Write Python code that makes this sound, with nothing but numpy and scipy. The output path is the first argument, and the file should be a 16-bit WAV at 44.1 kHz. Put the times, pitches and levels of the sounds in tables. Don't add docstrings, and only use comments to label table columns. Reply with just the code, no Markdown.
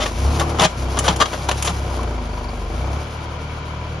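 import sys
import numpy as np
from scipy import signal
from scipy.fft import rfft, irfft
from scipy.io import wavfile
from scipy.ndimage import uniform_filter1d

SR = 44100
rng = np.random.default_rng(int(sys.argv[2]) if len(sys.argv) > 2 else 0)


def generate_wav(sig):
    pcm = np.round(np.clip(np.atleast_2d(sig).T, -1, 1) * 32767).astype(np.int16)
    wavfile.write(sys.argv[1], SR, pcm)


N = 176400

# time_s, firing_hz, exhaust_db, clatter_db
ENGINE = [(0, 53.5, -28, -30), (.13, 52.5, -30.5, -35.5), (.26, 69, -17.5, -27), (.4, 75.7, -23, -27.5),
          (.57, 75, -25, -27.5), (.69, 60, -35, -39), (.86, 64, -24, -30), (1.1, 67.3, -24, -27),
          (1.3, 63, -36, -36), (1.48, 67, -28, -32), (1.7, 71, -27, -35), (1.98, 61, -25, -30),
          (2.31, 51, -30, -33.5), (2.68, 46.7, -29, -35), (2.84, 64.4, -23.5, -32), (2.95, 72, -24, -30.5),
          (3.06, 74.6, -33.5, -37.5), (4, 76.3, -31.5, -38.5)]
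EXHAUST_HARMONICS = [-15, 1.5, -7.5, -11.5, -20, -27, -25.5, -25]
# centre_hz, width_hz, gain_db
MUFFLER_MODES = [(249.5, 16, 1.5), (340, 28, -0.5), (443, 16, -4.5), (589, 29, -6), (714.4, 31, -4.5)]
COVER_MODES = [(984, 81, 3.5), (2305, 103, -2), (3040, 80, -9.5), (3260, 58, -9)]
STEEL_MODES = [(1011, 60, 3), (2310, 200, -12), (4560, 180, -9)]
# start_s, level_db, tilt_db_per_octave
CLANKS = [(1.9917, -24, -15), (2.442, -29, 0.5), (2.484, -38, 5.5)]
# frequency_hz, gain_db
RUMBLE_SPECTRUM = [(15, -7), (45, -10.5), (150, 5.0), (260, -10.5), (900, -68.5)]
CLATTER_SPECTRUM = [(150, -3.5), (400, -5.5), (750, -5.5), (1250, -10), (1700, -20), (3800, -28),
                    (6900, -28), (12000, -63)]
FAN_SPECTRUM = [(250, -7.5), (600, -1), (1000, -13), (1400, -3), (1750, -13), (2700, -12.5), (7000, -26.5),
                (12000, -75)]
# start_s, length_s, level_db, body_gain_db, brittle_gain_db, splinter_hz
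CRACKS = [ (.001, 0.04, -24, -3.5, -11, 633), (0.057, 0.0079, -23, -1.5, -16, 1140),
          (.396, 0.0045, -21, 2, 0, 784), (0.408, 0.01, -30.5, 10, -4, 1140),
          (0.586, 0.0076, -27, 7.5, -8, 1040), (0.5951, 0.0046, -13, -1, -9.5, 810),
          (.606, 0.029, -19, 3, -3.5, 638), (0.618, .001, -19, -5, 2, 940),
          (0.635, 0.021, -14, -3, -7, 596), (0.969, 0.011, -28, 5, -3, 430.6),
          (0.988, 0.0035, -22.5, -2, 10.5, 700), (1.041, 0.031, -27, 2.5, -1, 705),
          (1.079, 0.0085, -14, 1.5, -10.5, 826), (1.093, 0.016, -26.5, 5, -6, 1300),
          (1.1616, 0.0013, -29, -4, 7.5, 900), (1.2014, 0.023, -15.5, 1, -8, 1204),
          (1.256, 0.0028, -24, 0, -22, 885), (1.33, 0.012, -30.5, 8, -25, 620),
          (1.4872, 0.0063, -19, 2.5, -2.5, 710), (1.5132, .001, -17, 0.5, -3, 575.4),
          (1.624, 0.0026, -23.5, -3, 8, 980), (1.646, 0.023, -31, -1, 8, 1200),
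          (1.6736, 0.0059, -17.5, -4.5, -7, 500), (1.688, 0.014, -31.5, 5.5, 1, 800),
          (2.03, .002, -34, 4.5, 0.5, 720)]
# frequency_hz, gain_db
BODY_SPECTRUM = [(60, -36), (200, -11.5), (400, -2), (650, -1), (1250, 0), (1750, -9), (6000, -54.5)]
SPLIT_SPECTRUM = [(300, -27.5), (1700, -2), (2500, -4), (3050, 3.5), (4700, -5.5), (6500, -3.5), (8200, -4),
                  (12000, -44.5)]
BRITTLE_SPECTRUM = [(1500, -11.5), (5500, 4), (6900, 12.5), (8400, 7.5), (10200, 6.5), (12500, -16.5)]
# start_s, level_db
THUDS = [(0.61, -20.5), (.648, -20.5), (1.089, -20), (1.695, -26)]
# pitch_hz, gain_db, t60_s
TRUNK_MODES = [(158, 13.5, 0.06), (173, 8, 0.12)]
# time_s, level_db
LEAF_ENVELOPE = [(0, -36.5), (.35, -35.5), (.75, -42.5), (.9, -38.5), (1.75, -36), (2.1, -45.5), (2.8, -46),
                 (4, -53)]
# frequency_hz, gain_db
LEAF_SPECTRUM = [(500, -2), (3000, 2), (6600, 2.5), (10200, -0.5), (12000, -10)]
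# frequency_hz, correlation (limited to -1..1 in use)
TRACTOR_CORRELATION = [(200, 1), (580, 0.85), (1250, 0.3), (12000, 0.11)]
WOOD_CORRELATION = [(600, 1), (1500, 0.62), (6000, 1), (7800, -1.41), (10500, 0.67)]
# frequency_hz, left_minus_right_db
BALANCE = [(150, -2.5), (500, 3), (1150, 5.5), (2000, 2.5), (9000, 0.5)]

IMPACT_DECAY_S = 0.013


def exhaust(turns, normal_db=-23, dispersion_rad=0.5573, growth_db_per_db=0.57):
    load_db = curve(ENGINE, column=2) - normal_db
    throb = 0
    for k, db in enumerate(EXHAUST_HARMONICS, start=1):
        growth = 1 if k == 2 else growth_db_per_db
        gain = undb(db + load_db * growth + drift(20))
        pipe_lag = dispersion_rad * k ** 2
        throb += gain * np.cos(2 * np.pi * k * turns - pipe_lag + 0.22 * drift(23.98))
    mid, side = colour(rng.standard_normal((2, N)), RUMBLE_SPECTRUM)
    rumble = (mid + side * np.array([[.2], [-.2]])) * undb(-12.5 + .5 * load_db)
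    return pan_left((np.sqrt(2) * throb + rumble) * undb(normal_db), db=.3)


def muffler(turns, level_db=-36.5, growth_db_per_db=1.26):
    effort_db = curve(ENGINE, column=3)
    pulses = sum(undb(2 * drift(10)) * np.cos(2 * np.pi * k * turns) for k in range(6, 34))
    gain = undb(level_db + growth_db_per_db * (effort_db - effort_db.mean()))
    return pan_left(unit(resonate(pulses, MUFFLER_MODES)) * gain, db=1)


def block(turns, firing_hz, cover_db=-40):
    clatter = high_pass(colour(knocks(turns, firing_hz), CLATTER_SPECTRUM), hz=148)
    covers = sum(resonate_steeply(knocks(turns, firing_hz), mode) for mode in COVER_MODES)
    return clatter * undb(curve(ENGINE, column=3)) + unit(covers) * undb(cover_db)


def knocks(turns, firing_hz, weak_db=-2.5, floor=.22):
    firing = (2 * turns).astype(int)
    age = (2 * turns % 1) / firing_hz
    size = undb(weak_db * (firing % 2) + 1.2 * rng.standard_normal(N)[firing])
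    envelope = floor * firing_hz / firing_hz.mean() + size * np.exp(-age / IMPACT_DECAY_S)
    return unit(envelope) * rng.standard_normal((2, N))


def wood(splinter_width_hz=47):
    body, split, brittle, splinter = np.zeros((4, 2, N))
    for start, length, db, body_db, brittle_db, hz in CRACKS:
        snaps = fibre_burst(length) * undb(db)
        first = int(start * SR)
        span = np.s_[:, first:first + snaps.shape[1]]
        split[span] += snaps
        brittle[span] += snaps * undb(brittle_db)
        body[span] += fibre_burst(length) * undb(db + body_db)
        splinter[span] += resonate(snaps, [(hz, splinter_width_hz, body_db - 6)])
    bands = colour(body, BODY_SPECTRUM) + colour(split, SPLIT_SPECTRUM)
    bands += colour(brittle, BRITTLE_SPECTRUM)
    return stereo(bands + splinter, WOOD_CORRELATION)


def fibre_burst(length_s, fibres_per_s=2800, spread_db=3, attack_s=0.00017, release_s=0.006):
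    echoes, echo_db, echo_span_s = 8, -7.5, .006
    age = np.arange(N // 40) / SR
    fibres = impulses(fibres_per_s, len(age), spread_db)
    envelope = np.exp(-np.maximum(age - length_s, 0) / release_s) * (1 - np.exp(-age / attack_s))
    paths = np.zeros(len(age))
    echo_gains = rng.standard_normal(echoes) * undb(echo_db) / np.sqrt(echoes)
    paths[(rng.random(echoes) * echo_span_s * SR).astype(int)] = echo_gains
    paths[0] = 1
    snaps = signal.fftconvolve(fibres * envelope, paths[None], axes=1)[:, :len(age)]
    energy = np.sum(snaps ** 2, axis=1, keepdims=True) + 1e-12
    return snaps * np.sqrt(np.sum(envelope ** 2) / energy)


def trunk(attack_s=0.0078):
    thuds = np.zeros(N)
    for start, db in THUDS:
        age = np.maximum(np.arange(N) / SR - start, 0)
        for hz, mode_db, t60 in TRUNK_MODES:
            envelope = np.exp(-np.log(1000) * age / t60) * (1 - np.exp(-age / attack_s))
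            thuds += undb(db + mode_db) * np.sin(2 * np.pi * hz * age) * envelope
    return thuds


def loose_steel(turns, firing_hz, rattle_db=-46.5, fade_db_per_hz=0.22, clank_rise_s=.003):
    jolt_age = (turns % 1) * 2 / firing_hz
    clinks = clanks = 0
    for mode in STEEL_MODES:
        hz, width_hz, mode_db = mode
        octaves = np.log2(hz / STEEL_MODES[0][0])
        size = undb(2 * np.clip(rng.standard_normal(N), -2, 2))[turns.astype(int)]
        chatter = size * np.exp(-jolt_age / IMPACT_DECAY_S) * rng.standard_normal(N)
        clinks += resonate_steeply(chatter, mode)
        for start, db, tilt in CLANKS:
            age = np.maximum(np.arange(N) / SR - start, 0)
            envelope = age / clank_rise_s * np.exp(1 - age / clank_rise_s)
            tone = np.sin(2 * np.pi * hz * age + 2 * drift(2 * width_hz))
            clanks += undb(db + mode_db + tilt * octaves) * envelope * tone
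    rattle = unit(clinks * undb(-fade_db_per_hz * firing_hz)) * undb(rattle_db)
    return pan_left(rattle + clanks, db=2)


def brush(cracks, gain_db=-9.5, early_s=0.025, late_s=0.067, cutoff_hz=6000):
    t = np.arange(N) / SR
    envelope = (np.exp(-t / early_s) + 0.027 * np.exp(-t / late_s)) * (t > .003)
    response = unit(rng.standard_normal((2, N)) * envelope) / np.sqrt(N)
    scattered = signal.fftconvolve(cracks, response, axes=1)[:, :N]
    return undb(gain_db) * signal.sosfilt(signal.butter(1, cutoff_hz, fs=SR, output="sos"), scattered)


def leaves(ticks_per_s=1600):
    ticks = colour(unit(impulses(ticks_per_s, N)), LEAF_SPECTRUM)
    return stereo(ticks * undb(curve(LEAF_ENVELOPE) + 2.9 * drift(34.975)), WOOD_CORRELATION)


def fan(firing_hz, level_db=-36.5, reference_hz=68.8):
    rush = high_pass(colour(rng.standard_normal((2, N)), FAN_SPECTRUM), hz=304)
    return rush * undb(level_db) * (firing_hz / reference_hz) ** 0.48


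def undb(db):
    return 10 ** (np.asarray(db) / 20)


def unit(x):
    return x / np.sqrt(np.mean(x ** 2) + 1e-18)


def curve(table, column=1):
    rows = np.array(table)
    return np.interp(np.arange(N) / SR, rows[:, 0], rows[:, column])


def per_bin(table):
    rows = np.array(table)
    return np.interp(np.log(np.arange(N + 1) * SR / (2 * N) + 1), np.log(rows[:, 0]), rows[:, 1])


def drift(rate_hz):
    hold = int(SR / rate_hz)
    steps = np.repeat(rng.standard_normal(N // hold + 1), hold)
    return unit(uniform_filter1d(steps, hold)[:N])


def impulses(per_s, samples, spread_db=0):
    size = undb(spread_db * np.minimum(rng.exponential(size=(2, samples)), 3))
    return (rng.random(size.shape) < per_s / SR) * size * np.sign(rng.standard_normal(size.shape))


def colour(x, spectrum):
    cepstrum = irfft(np.log(unit(undb(per_bin(spectrum)))))
    cepstrum[1:N] *= 2
    cepstrum[N + 1:] = 0
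    return irfft(rfft(x, 2 * N) * np.exp(rfft(cepstrum)))[..., :N]


def high_pass(x, hz):
    return signal.sosfilt(signal.butter(2, hz, "high", fs=SR, output="sos"), x)


def resonate(x, modes):
    return sum(undb(db) * signal.lfilter(*signal.iirpeak(hz, hz / width, fs=SR), x)
               * np.sqrt(SR / (np.pi * width)) for hz, width, db in modes)


def resonate_steeply(x, mode):
    return signal.lfilter(*signal.iirpeak(mode[0], Q=2, fs=SR), resonate(x, [mode]))


def pan_left(x, db):
    return x * undb(np.array([[db], [-db]]))


def stereo(pair, correlation):
    likeness, lean_db = np.clip(per_bin(correlation), -1, 1), per_bin(BALANCE)
    mid, side = rfft(pair, 2 * N) * np.sqrt([(1 + likeness) / 2, (1 - likeness) / 2])
    return irfft(np.array([mid + side, mid - side]) * undb([lean_db / 2, -lean_db / 2]))[:, :N]


def scene():
    firing_hz = curve(ENGINE) * (1 + 0.0031 * drift(10))
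    turns = np.cumsum(firing_hz) / (2 * SR)
    machinery = stereo(block(turns, firing_hz) + fan(firing_hz), TRACTOR_CORRELATION)
    tractor = exhaust(turns) + muffler(turns) + machinery + loose_steel(turns, firing_hz)
    cracks = wood()
    return tractor + cracks + brush(cracks) + trunk() + leaves()


def record(dry, notch_hz=8400, ceiling=.82, cutoff_hz=11800):
    notched = signal.lfilter(*signal.iirnotch(notch_hz, Q=4.5, fs=SR), dry)
    low_pass = signal.ellip(8, .2, 80, cutoff_hz, fs=SR, output="sos")
    return signal.sosfilt(low_pass, np.clip(notched, -ceiling, ceiling))


dry = scene()
out = record(dry)
generate_wav(out)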